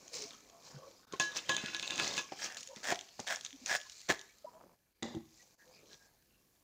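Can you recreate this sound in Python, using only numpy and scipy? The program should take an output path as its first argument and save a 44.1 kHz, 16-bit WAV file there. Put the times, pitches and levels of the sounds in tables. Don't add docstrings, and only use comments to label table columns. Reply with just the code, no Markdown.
import sys
import numpy as np
from scipy import signal
from scipy.fft import rfft, irfft
from scipy.io import wavfile

SR = 44100
rng = np.random.default_rng(int(sys.argv[2]) if len(sys.argv) > 2 else 0)


def wav_record(signal):
    frames = np.transpose(np.atleast_2d(signal))
    bounded = np.clip(frames, -1, 1)
    quanta = np.round(bounded * 32767).astype(np.int16)
    wavfile.write(sys.argv[1], SR, quanta)


N = 292383
TIME = np.arange(N) / SR


def from_db(db):
    return 10 ** (np.asarray(db) / 20)


def rms_one(x):
    return x / np.sqrt(np.mean(x ** 2) + 1e-20)


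def coloured(x, spectrum):
    hz, level_db = np.transpose(spectrum)
    grid_hz = np.linspace(0, SR / 2, 2049)
    gain = from_db(np.interp(np.log(grid_hz + 1), np.log(hz), level_db))
    cepstrum = irfft(np.log(gain))
    cepstrum[1:2048] *= 2
    cepstrum[2049:] = 0
    impulse = irfft(np.exp(rfft(cepstrum)))
    return rms_one(signal.fftconvolve(x, impulse)[:N])


def ring(clicks, hz, t60):
    r, w = from_db(-60 / (t60 * SR)), 2 * np.pi * hz / SR
    return signal.lfilter([0, np.sin(w)], [1, -2 * r * np.cos(w), r * r], clicks + 1e-18)


def resonance(x, hz, width_hz):
    r, w = np.exp(-np.pi * width_hz / SR), 2 * np.pi * hz / SR
    return signal.lfilter(np.array([1, 0, -1]) * (1 - r * r) / 2, [1, -2 * r * np.cos(w), r * r], x)


def grains(per_s, spread_db):
    sizes = from_db(spread_db * np.minimum(rng.exponential(1, N), 4)) * rng.choice([-1, 1], N)
    return rms_one(sizes * (rng.random(N) < per_s / SR))


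def strikes(times, levels_db):
    clicks = np.zeros(N)
    clicks[np.round(np.asarray(times) * SR).astype(int)] = from_db(levels_db)
    return clicks


def flicker(per_s, depth_db):
    steps = from_db(depth_db * rng.standard_normal(int(per_s * N / SR) + 2))
    return np.interp(TIME * per_s, np.arange(len(steps)), steps)


def swell(start_s, end_s, swell_s, fade_s):
    before = np.maximum(start_s - TIME, 0) / swell_s
    after = np.maximum(TIME - end_s, 0) / fade_s
    return from_db(-20 * (before + after))


# f/Hz, relative level/dB
HISS_SPECTRUM = [(15, -32.5), (25, -15), (45, -2.5), (301, -10.5), (335, -11.5), (439, -17), (1400, -28.5),
                 (1610, -17), (1890, -22), (5570, -27), (12900, -19), (16000, -20)]
def hiss():
    return from_db(-73.5) * coloured(rng.standard_normal(N), HISS_SPECTRUM)


def room(x, t60=0.43, gap_s=0.003):
    t = np.arange(SR // 2) / SR
    tail = rng.standard_normal(len(t)) * from_db(-60 * t / t60) * (t > gap_s)
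    return signal.fftconvolve(x, tail / np.sqrt(np.sum(tail ** 2)))[:N]


# t/s, bright rustle/dB, dull rustle/dB, palm rub/dB
FIDGETING = [(0.0, -60, -70, -64.5), (1.14, -73, -76, -77), (1.33, -62, -49, -64), (1.64, -51.5, -55, -60),
             (2.05, -51.5, -50.5, -57.5), (2.2, -67, -60, -71), (2.51, -66.5, -80, -72),
             (2.86, -63, -61.5, -75.5), (3.03, -63.5, -76, -82), (3.6, -65.5, -77, -76.5),
             (3.97, -58.5, -75.5, -90), (4.67, -78.5, -82, -80), (5.0, -82.5, -80.5, -83),
             (5.22, -76, -79, -85), (5.47, -76, -85, -77.5), (5.89, -72.5, -77.5, -74.5),
             (6.09, -79.5, -82, -83.5), (6.63, -79, -81, -81)]
# peak t/s, swell/s, fade/s, bright rustle/dB, dull rustle/dB, palm rub/dB
HAND_MOVES = [(.14, 0.013, 0.15, -42, -63, -62), (.24, 0.11, 0.043, -53, -68, -62),
              (.34, 0.06, 0.05, -71, -63, -76), (.658, 0.033, 0.14, -57.5, -68, -81),
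              (.754, 0.14, 0.17, -99, -69, -58.5), (.89, 0.049, 0.19, -69, -73.5, -68.5),
              (1.127, 0.0086, 0.073, -55.5, -65, -54.5), (1.201, .005, 0.085, -34.5, -59, -44),
              (1.368, 0.019, 0.039, -37, -44, -50.5), (1.491, 0.0038, 0.093, -45, -43, -45.5),
              (2.035, 0.1, 0.16, -42.5, -41.5, -47.5), (2.189, 0.11, 0.043, -42, -40.5, -51),
              (2.322, 0.0037, 0.023, -64, -88, -42.5), (2.452, 0.076, 0.048, -39.5, -40, -54),
              (2.575, 0.0043, 0.081, -47.5, -60, -65), (2.77, 0.014, 0.044, -54, -61.5, -64),
              (2.92, 0.081, 0.043, -46, -70, -44), (3.197, 0.0061, 0.031, -49, -64, -41.5),
              (3.448, 0.0036, 0.041, -48, -59, -83), (3.31, 0.095, 0.17, -53, -71, -62.5),
              (3.728, 0.16, 0.057, -51, -63, -59.5), (3.99, 0.1, 0.034, -63, -92.5, -85),
              (4.098, 0.0084, 0.039, -40, -76, -35.5), (4.45, 0.014, 0.097, -97, -92, -67),
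              (4.64, 0.3, 0.11, -95, -90, -63.5), (4.74, .15, 0.024, -91, -85, -70),
              (5.029, .004, 0.082, -51.5, -88, -39), (5.165, 0.11, 0.036, -75, -90, -56.5),
              (5.397, 0.16, 0.17, -65.5, -83, -86), (5.728, 0.11, 0.27, -74, -90, -66),
              (5.94, 0.054, 0.031, -61.5, -78, -65), (6.07, 0.16, 0.027, -72.5, -86, -76)]
def hands():
    times, *curves_db = np.transpose(FIDGETING)
    gains = from_db([np.interp(TIME, times, curve) for curve in curves_db])
    for s, swell_s, fade_s, *levels_db in HAND_MOVES:
        gains += from_db(levels_db)[:, None] * swell(s, s, swell_s, fade_s)
    return gains


def panels(clicks, low_hz, high_hz, cycles, patchy_db, tilt, count=9):
    dealt = rng.integers(0, count, N)
    out = np.zeros(N)
    for k, hz in enumerate(np.geomspace(low_hz, high_hz, count)):
        own_clicks = clicks * (dealt == k) * flicker(9, patchy_db)
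        out += rms_one(ring(own_clicks, hz, cycles / hz)) * hz ** tilt
    return rms_one(out)


# f/Hz, relative level/dB
FILM_SPECTRUM = [(530, -41.5), (900, -8), (1470, -24.5), (2330, 7), (2990, -4.5), (3280, -14.5),
                 (6460, 6.5), (9180, -24), (13500, -29.5)]
# f/Hz, relative level/dB
PALM_SPECTRUM = [(18, -49), (30, -24), (134, -6.5), (289, -16.5), (517, 5.5), (788, -13.5), (2000, -25),
                 (2600, -47.5), (4400, -120)]
def gloves(bright_gain, dull_gain, rub_gain):
    film_noise, palm_noise = rng.standard_normal((2, N))
    bright = panels(grains(6000, 3.5), 4100, 7300, cycles=31, patchy_db=4.5, tilt=0.34)
    dull = panels(grains(3000, 3.4), 1100, 3700, cycles=35, patchy_db=9.5, tilt=-0.022)
    rub = panels(grains(1500, 3), 170, 950, cycles=5.9, patchy_db=5, tilt=0.41)
    sheet = from_db(-8.5) * coloured(grains(1200, 3.6) + 1.5 * film_noise, FILM_SPECTRUM)
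    palm = from_db(-8.5) * coloured(palm_noise, PALM_SPECTRUM)
    return bright_gain * (bright + sheet) + dull_gain * dull + rub_gain * (rub + palm)


def small_creases(rustle_gain, count=130):
    when, softness, brightness = rng.random((count, 3)).T
    times = 0.014 + when * (N / SR - 0.05)
    rustle_db = 20 * np.log10(rustle_gain[(times * SR).astype(int)])
    levels_db = np.minimum(rustle_db + 17.5, -38.5) - 8 * softness
    return list(zip(times, levels_db, 30 * (brightness - 0.5)))


# t/s, level/dB, tilt/(dB/octave)
SHARP_TICKS = [(0.0793, -36, 15), (0.134, -32, 44), (0.2222, -30.5, 3), (0.3075, -37.5, -24),
               (0.3326, -40.5, -24), (1.1245, -32.5, 9), (1.165, -41, 3), (1.198, -13, -9),
               (1.3614, -28, -26), (1.3894, -29.5, -26), (1.4935, -16.5, -28), (1.519, -31, -23),
               (1.5657, -17.5, -11), (1.6599, -24.5, -20), (1.7471, -20.5, -14), (1.7654, -28.5, -3),
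               (1.7964, -22.5, -25), (1.827, -24.5, -11), (1.8463, -34, -31), (1.8765, -26.5, -23),
               (1.9064, -22.5, -16), (1.9582, -26, -5), (1.9791, -21, -12), (1.998, -17.5, -47),
               (2.0452, -21, -6), (2.0774, -21, 5), (2.1394, -30, -19), (2.1693, -24, -2),
               (2.1786, -22, 13), (2.4443, -23.5, 0), (2.5225, -33, 11), (2.5461, -32.5, 10),
               (2.5705, -27, 12), (2.608, -30, 22), (2.6307, -30, 15), (2.674, -32.5, 28), (2.688, -41, 8),
               (2.7612, -35.5, -4), (2.8449, -31, -6), (2.925, -34, 12), (2.9455, -29, 7),
               (2.9577, -27, -36), (2.9906, -29.5, -12), (3.0104, -31, -8), (3.0895, -41.5, -5),
               (3.2006, -27, -3), (3.2745, -26, -4), (3.286, -24.5, -17), (3.3128, -28, -13),
               (3.3595, -22, 13), (3.41, -31, 1), (3.4492, -23.5, 1), (3.4624, -27.5, -16),
               (3.5064, -36, -13), (3.5286, -36.5, -9), (3.6605, -23, 28), (3.678, -32, 5),
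               (3.7638, -23.5, 5), (3.801, -36.5, -4.5), (3.8139, -34.5, -12), (3.8972, -31.5, 15),
               (3.9216, -40, 20), (4.0151, -38, 21), (4.0886, -23, 2), (4.1005, -20, -7.5),
               (4.1928, -35.5, -2), (4.2132, -34.5, 10), (4.3844, -48.5, 5), (5.029, -22, -17),
               (5.1495, -40.5, 2), (5.9308, -42.5, -26)]
# f/Hz, relative level/dB, t60/s
TICK_MODES = [(1870, -16.5, 0.00037), (3640, 0, 0.0042), (4300, 1.5, 0.0016), (6080, 8, 0.0037),
              (6690, -4, 0.013), (9100, -9, .002)]
def ticks(rustle_gain):
    rows = SHARP_TICKS + small_creases(rustle_gain)
    t, out = np.arange(400) / SR, np.zeros(N)
    band = signal.butter(2, [1800, 9000], "band", fs=SR, output="sos")
    for s, level_db, tilt in rows:
        burst = rng.standard_normal(len(t)) * np.exp(-t / 0.0013)
        modes = sum(from_db(mode_db + tilt * np.log2(hz / 4500) + rng.normal(0, 2)) * ring(burst, hz, t60)
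                    for hz, mode_db, t60 in TICK_MODES)
        tick = signal.sosfilt(band, modes)
        out[round(s * SR):][:len(t)] += from_db(level_db - 1.5) * tick / np.abs(tick).max()
    return out


# t/s, length/s, f/Hz, level/dB, roughness (1 up: all noise)
SLIPS = [(.11, 0.076, 494, -48, 0.42), (0.182, 0.08, 422.7, -46, 0.35), (0.241, 0.082, 677, -57, 0.2),
         (0.494, 0.14, 680, -61, 0.5), (.735, 0.057, 139, -45.5, 0.06), (.76, 0.18, 522, -53.5, 0.64),
         (0.793, 0.1, 1109, -56, 0.54), (1.129, 0.029, 1073, -40.5, 0.2), (2.674, 0.084, 536, -52, 0.6),
         (2.689, 0.086, 934, -59.5, 0.86), (3.009, 0.02, 682, -71, 0.4), (3.526, 0.043, 274, -50.5, 0),
         (3.613, 0.043, 256, -47, 0.31), (3.777, 0.052, 591, -57, 0.26), (3.845, 0.04, 1032, -58.5, 0.3),
         (4.287, 0.04, 2270, -62, 0.36), (4.443, 0.016, 605, -39.5, 0), (4.462, 0.037, 972, -46, 0.2),
         (4.537, 0.048, 642, -54, 0), (4.5, 0.11, 990, -62, 0.1), (5.39, 0.037, 1950, -60, 0.2),
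         (5.578, 0.086, 1720, -66, 1.1), (5.657, 0.076, 506, -61, 0), (5.716, 0.14, 2450, -70, 1.1),
         (5.706, 0.1, 4800, -65.5, 1.07), (5.887, 0.085, 1640, -61.5, 0.4), (5.962, 0.16, 1630, -66, 0.33)]
def squeaks(settle_samples=2000):
    out = np.zeros(N)
    for s, length, hz, level_db, roughness in SLIPS:
        t = np.arange(round(length * SR)) / SR
        waver = 1 + 0.0087 * np.sin(2 * np.pi * (rng.uniform(11.4, 28) * t + rng.random()))
        tone = np.sin(2 * np.pi * hz * np.cumsum(waver) / SR)
        noise = rng.standard_normal(len(t) + settle_samples)
        band = resonance(resonance(noise, hz, 0.16 * hz), hz, 0.16 * hz)
        share = min(roughness, 1)
        squeak = (1 - share) * tone + share * rms_one(band[settle_samples:])
        out[round(s * SR):][:len(t)] += from_db(level_db) * np.sin(np.pi * t / length) * squeak
    return out


# t/s, level/dB, low-pass f/Hz, shiver decay/s
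BOTTLE_BLOWS = [(5.025, -33.5, 6940, 0.052), (5.148, -37, 500, 0.034), (5.166, -29.5, 278, 0.0098)]
# f/Hz, level/dB, t60/s
BOTTLE_MODES = [(150, -30.5, 0.38), (240, -4.5, 0.11), (334, -1, 0.066), (597, -14.5, 0.039),
                (814, -3.5, 0.027), (1300, -22, .02), (1970, 1, 0.014), (2890, -12, 0.023),
                (3600, -3, 0.017), (3840, -4.5, 0.02), (4830, -6.5, 0.022), (6240, -24.5, .015),
                (6600, -9, 0.024), (7260, -10, 0.035)]
def bottle():
    t, blows = np.arange(9000) / SR, np.zeros(N)
    for s, level_db, cutoff_hz, shiver_s in BOTTLE_BLOWS:
        contacts = 0.036 * rng.standard_normal(len(t)) * np.exp(-t / shiver_s)
        contacts[0] = 1
        softened = signal.lfilter(*signal.butter(2, cutoff_hz, fs=SR), contacts)
        blows[round(s * SR):][:len(t)] += from_db(level_db) * softened
    return sum(from_db(level_db) * ring(blows, hz, t60) for hz, level_db, t60 in BOTTLE_MODES)


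# f/Hz, relative level/dB
CONTACT_SPECTRUM = [(47, -53), (80, -34.5), (323, -24), (409, -12.5), (684, -1.5), (1250, -11.5),
                    (1680, -5.5), (2880, -11), (6790, -18.5), (8070, -25.5), (13500, -44.5)]
def puffs(times, levels_db, decay_s):
    fading = signal.lfilter([1], [1, -np.exp(-1 / (decay_s * SR))], strikes(times, levels_db))
    return fading * coloured(rng.standard_normal(N), CONTACT_SPECTRUM)


# t/s, level/dB, f/Hz, t60/s
PALM_KNOCKS = [(1.136, -23, 412, 0.02), (1.638, -24.5, 238, 0.037), (1.999, -21, 1400, 0.031),
               (2.321, -27.5, 775, 0.05), (2.767, -36.5, 226, 0.049), (2.923, -13, 698, 0.03),
               (3.194, -26.5, 800, 0.024), (3.713, -19.5, 1700, 0.064), (4.101, -9.5, 1870, 0.012)]
def knocks():
    rings = sum(ring(strikes([s], [level_db - 8.5]), hz, t60) for s, level_db, hz, t60 in PALM_KNOCKS)
    times, levels_db = np.transpose(PALM_KNOCKS)[:2]
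    hollow = ring(strikes(times, levels_db - 19.5), hz=390, t60=0.043)
    return rings + hollow + puffs(times, levels_db - 20.5, decay_s=0.01)


CAP_PITCHES = [340, 662, 1063, 1685, 2277, 2585, 2767, 3058, 3521, 3957, 5087, 5938, 6363, 6578, 6966]
# struck level/dB, dragged level/dB, t60/s
CAP_MODES = [(-22.5, -12.5, 0.25), (-23.5, -34, .2), (-9.5, -10.5, 0.1), (-8.5, -2, 0.7),
             (-23.5, -18.5, 0.057), (-6.5, 6.5, 0.042), (-25.5, -2, .4), (-24, -7, 0.6),
             (-14.5, -2.5, 0.18), (-22, -5.5, 0.78), (-25.5, -17.5, 0.19), (-20, -12.5, 0.14),
             (-16, -11.5, 0.17), (-17.5, -8, 0.15), (-16, -52, 0.12)]
# t/s, level/dB
CAP_CATCHES = [(1.366, -65.5), (1.57, -64.5), (1.66, -69.5), (1.704, -76), (1.747, -76), (1.827, -75),
               (1.906, -71.5), (1.98, -66), (2.18, -65)]
# t/s, level/dB, time until fingers close on it/s
CAP_CLINKS = [(1.2, -15, 0.084), (1.3638, -39.5, 0.09), (1.4942, -14.5, 0.051)]
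def cap(gripped_t60=0.12, damping_db_per_s=270):
    edges = dict(swell_s=0.0072, fade_s=0.028)
    slide = from_db(-81) * swell(start_s=1.56, end_s=2.1, **edges)
    catches = sum(from_db(level_db) * swell(s, s, **edges) for s, level_db in CAP_CATCHES)
    chatter = (slide + catches) * (grains(900, 9.7) + 0.5 * rng.standard_normal(N))
    out = sum(from_db(dragged_db) * ring(chatter, hz, min(t60, gripped_t60))
              for hz, (_, dragged_db, t60) in zip(CAP_PITCHES, CAP_MODES))
    t = np.arange(SR // 2) / SR
    for s, level_db, free_s in CAP_CLINKS:
        modes = sum(from_db(struck_db + rng.normal(0, 1) - 60 * t / t60) * np.sin(2 * np.pi * hz * t)
                    for hz, (struck_db, _, t60) in zip(CAP_PITCHES, CAP_MODES))
        damping_db = damping_db_per_s * np.maximum(t - free_s, 0)
        out[round(s * SR):][:len(t)] += from_db(level_db - 7.5 - damping_db) * modes
    times, levels_db = np.transpose(CAP_CLINKS)[:2]
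    return out + puffs(times, levels_db - 18, decay_s=0.013)


# bite t/s, hardest t/s, let-go t/s, crunch/dB, bright glove rustle/dB
MILL_TWISTS = [(2.387, 2.393, 2.57, -47.5, -71), (2.832, 2.916, 2.927, -32.5, -52),
               (3.267, 3.322, 3.351, -34, -49), (3.663, 3.714, 3.769, -34, -47),
               (4.086, 4.1, 4.124, -32, -56.5)]
def twists(onset_s=0.0022, drop_s=0.0035, trickle_s=0.054):
    force, grip = np.zeros((2, N))
    for bite_s, hardest_s, end_s, crunch_db, grip_db in MILL_TWISTS:
        push_db = np.interp(TIME, [bite_s, hardest_s, end_s, end_s + drop_s], [-16, 0, -7.5, -13])
        force += from_db(crunch_db + push_db) * swell(bite_s, end_s + drop_s, onset_s, trickle_s)
        grip += from_db(grip_db) * swell(bite_s, end_s, onset_s, 3 * drop_s)
    return force, grip


# f/Hz, width/Hz (rung at least 150 wide), relative level/dB
MILL_MODES = [(330, 22, -3), (694, 270, -24), (1700, 55, 14), (3250, 30, 5.5), (4810, 350, -25.5),
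              (5330, 700, -6), (5350, 1100, -13), (6600, 230, -10.5)]
def mill(force):
    cracks = (grains(1500, 6.3) + 0.5 * rng.standard_normal(N)) * flicker(120, 1.7)
    body = sum(from_db(level_db) * np.sqrt(width) * rms_one(resonance(cracks, hz, max(width, 150)))
               for hz, width, level_db in MILL_MODES)
    return force * (from_db(-2.5) * rms_one(body) + from_db(-3) * coloured(cracks, CONTACT_SPECTRUM))


def microphone(x, port_hz=15100, width_hz=1500):
    capsule = signal.butter(2, [110, 8500], "band", fs=SR, output="sos")
    port = resonance(resonance(x, port_hz, width_hz), port_hz, width_hz)
    return signal.sosfilt(capsule, x) + from_db(7.5) * port


# centre t/s, length/s, depth/dB
LEVEL_DIPS = [(1.062, 0.015, -24), (4.777, 0.044, -2), (4.915, 0.35, -5), (4.94, 0.023, -5.5),
              (5.568, 0.032, -13)]
def dips():
    return from_db(sum(depth_db * np.exp(-(2 * (TIME - s) / length) ** 4)
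                       for s, length, depth_db in LEVEL_DIPS))


def scene():
    force, grip = twists()
    bright, dull, rub = hands()
    bright += grip
    blows = ticks(bright) + cap() + knocks() + bottle()
    crunch = mill(force)
    tail = from_db(-12) * room(blows + from_db(-7) * crunch)
    sound = blows + crunch + tail + gloves(bright, dull, rub) + squeaks()
    return ((microphone(sound) + hiss()) * dips())[None]


def record(dry):
    return signal.sosfilt(signal.cheby2(12, 60, 16500, fs=SR, output="sos"), dry)


dry = scene()
out = record(dry)
wav_record(out)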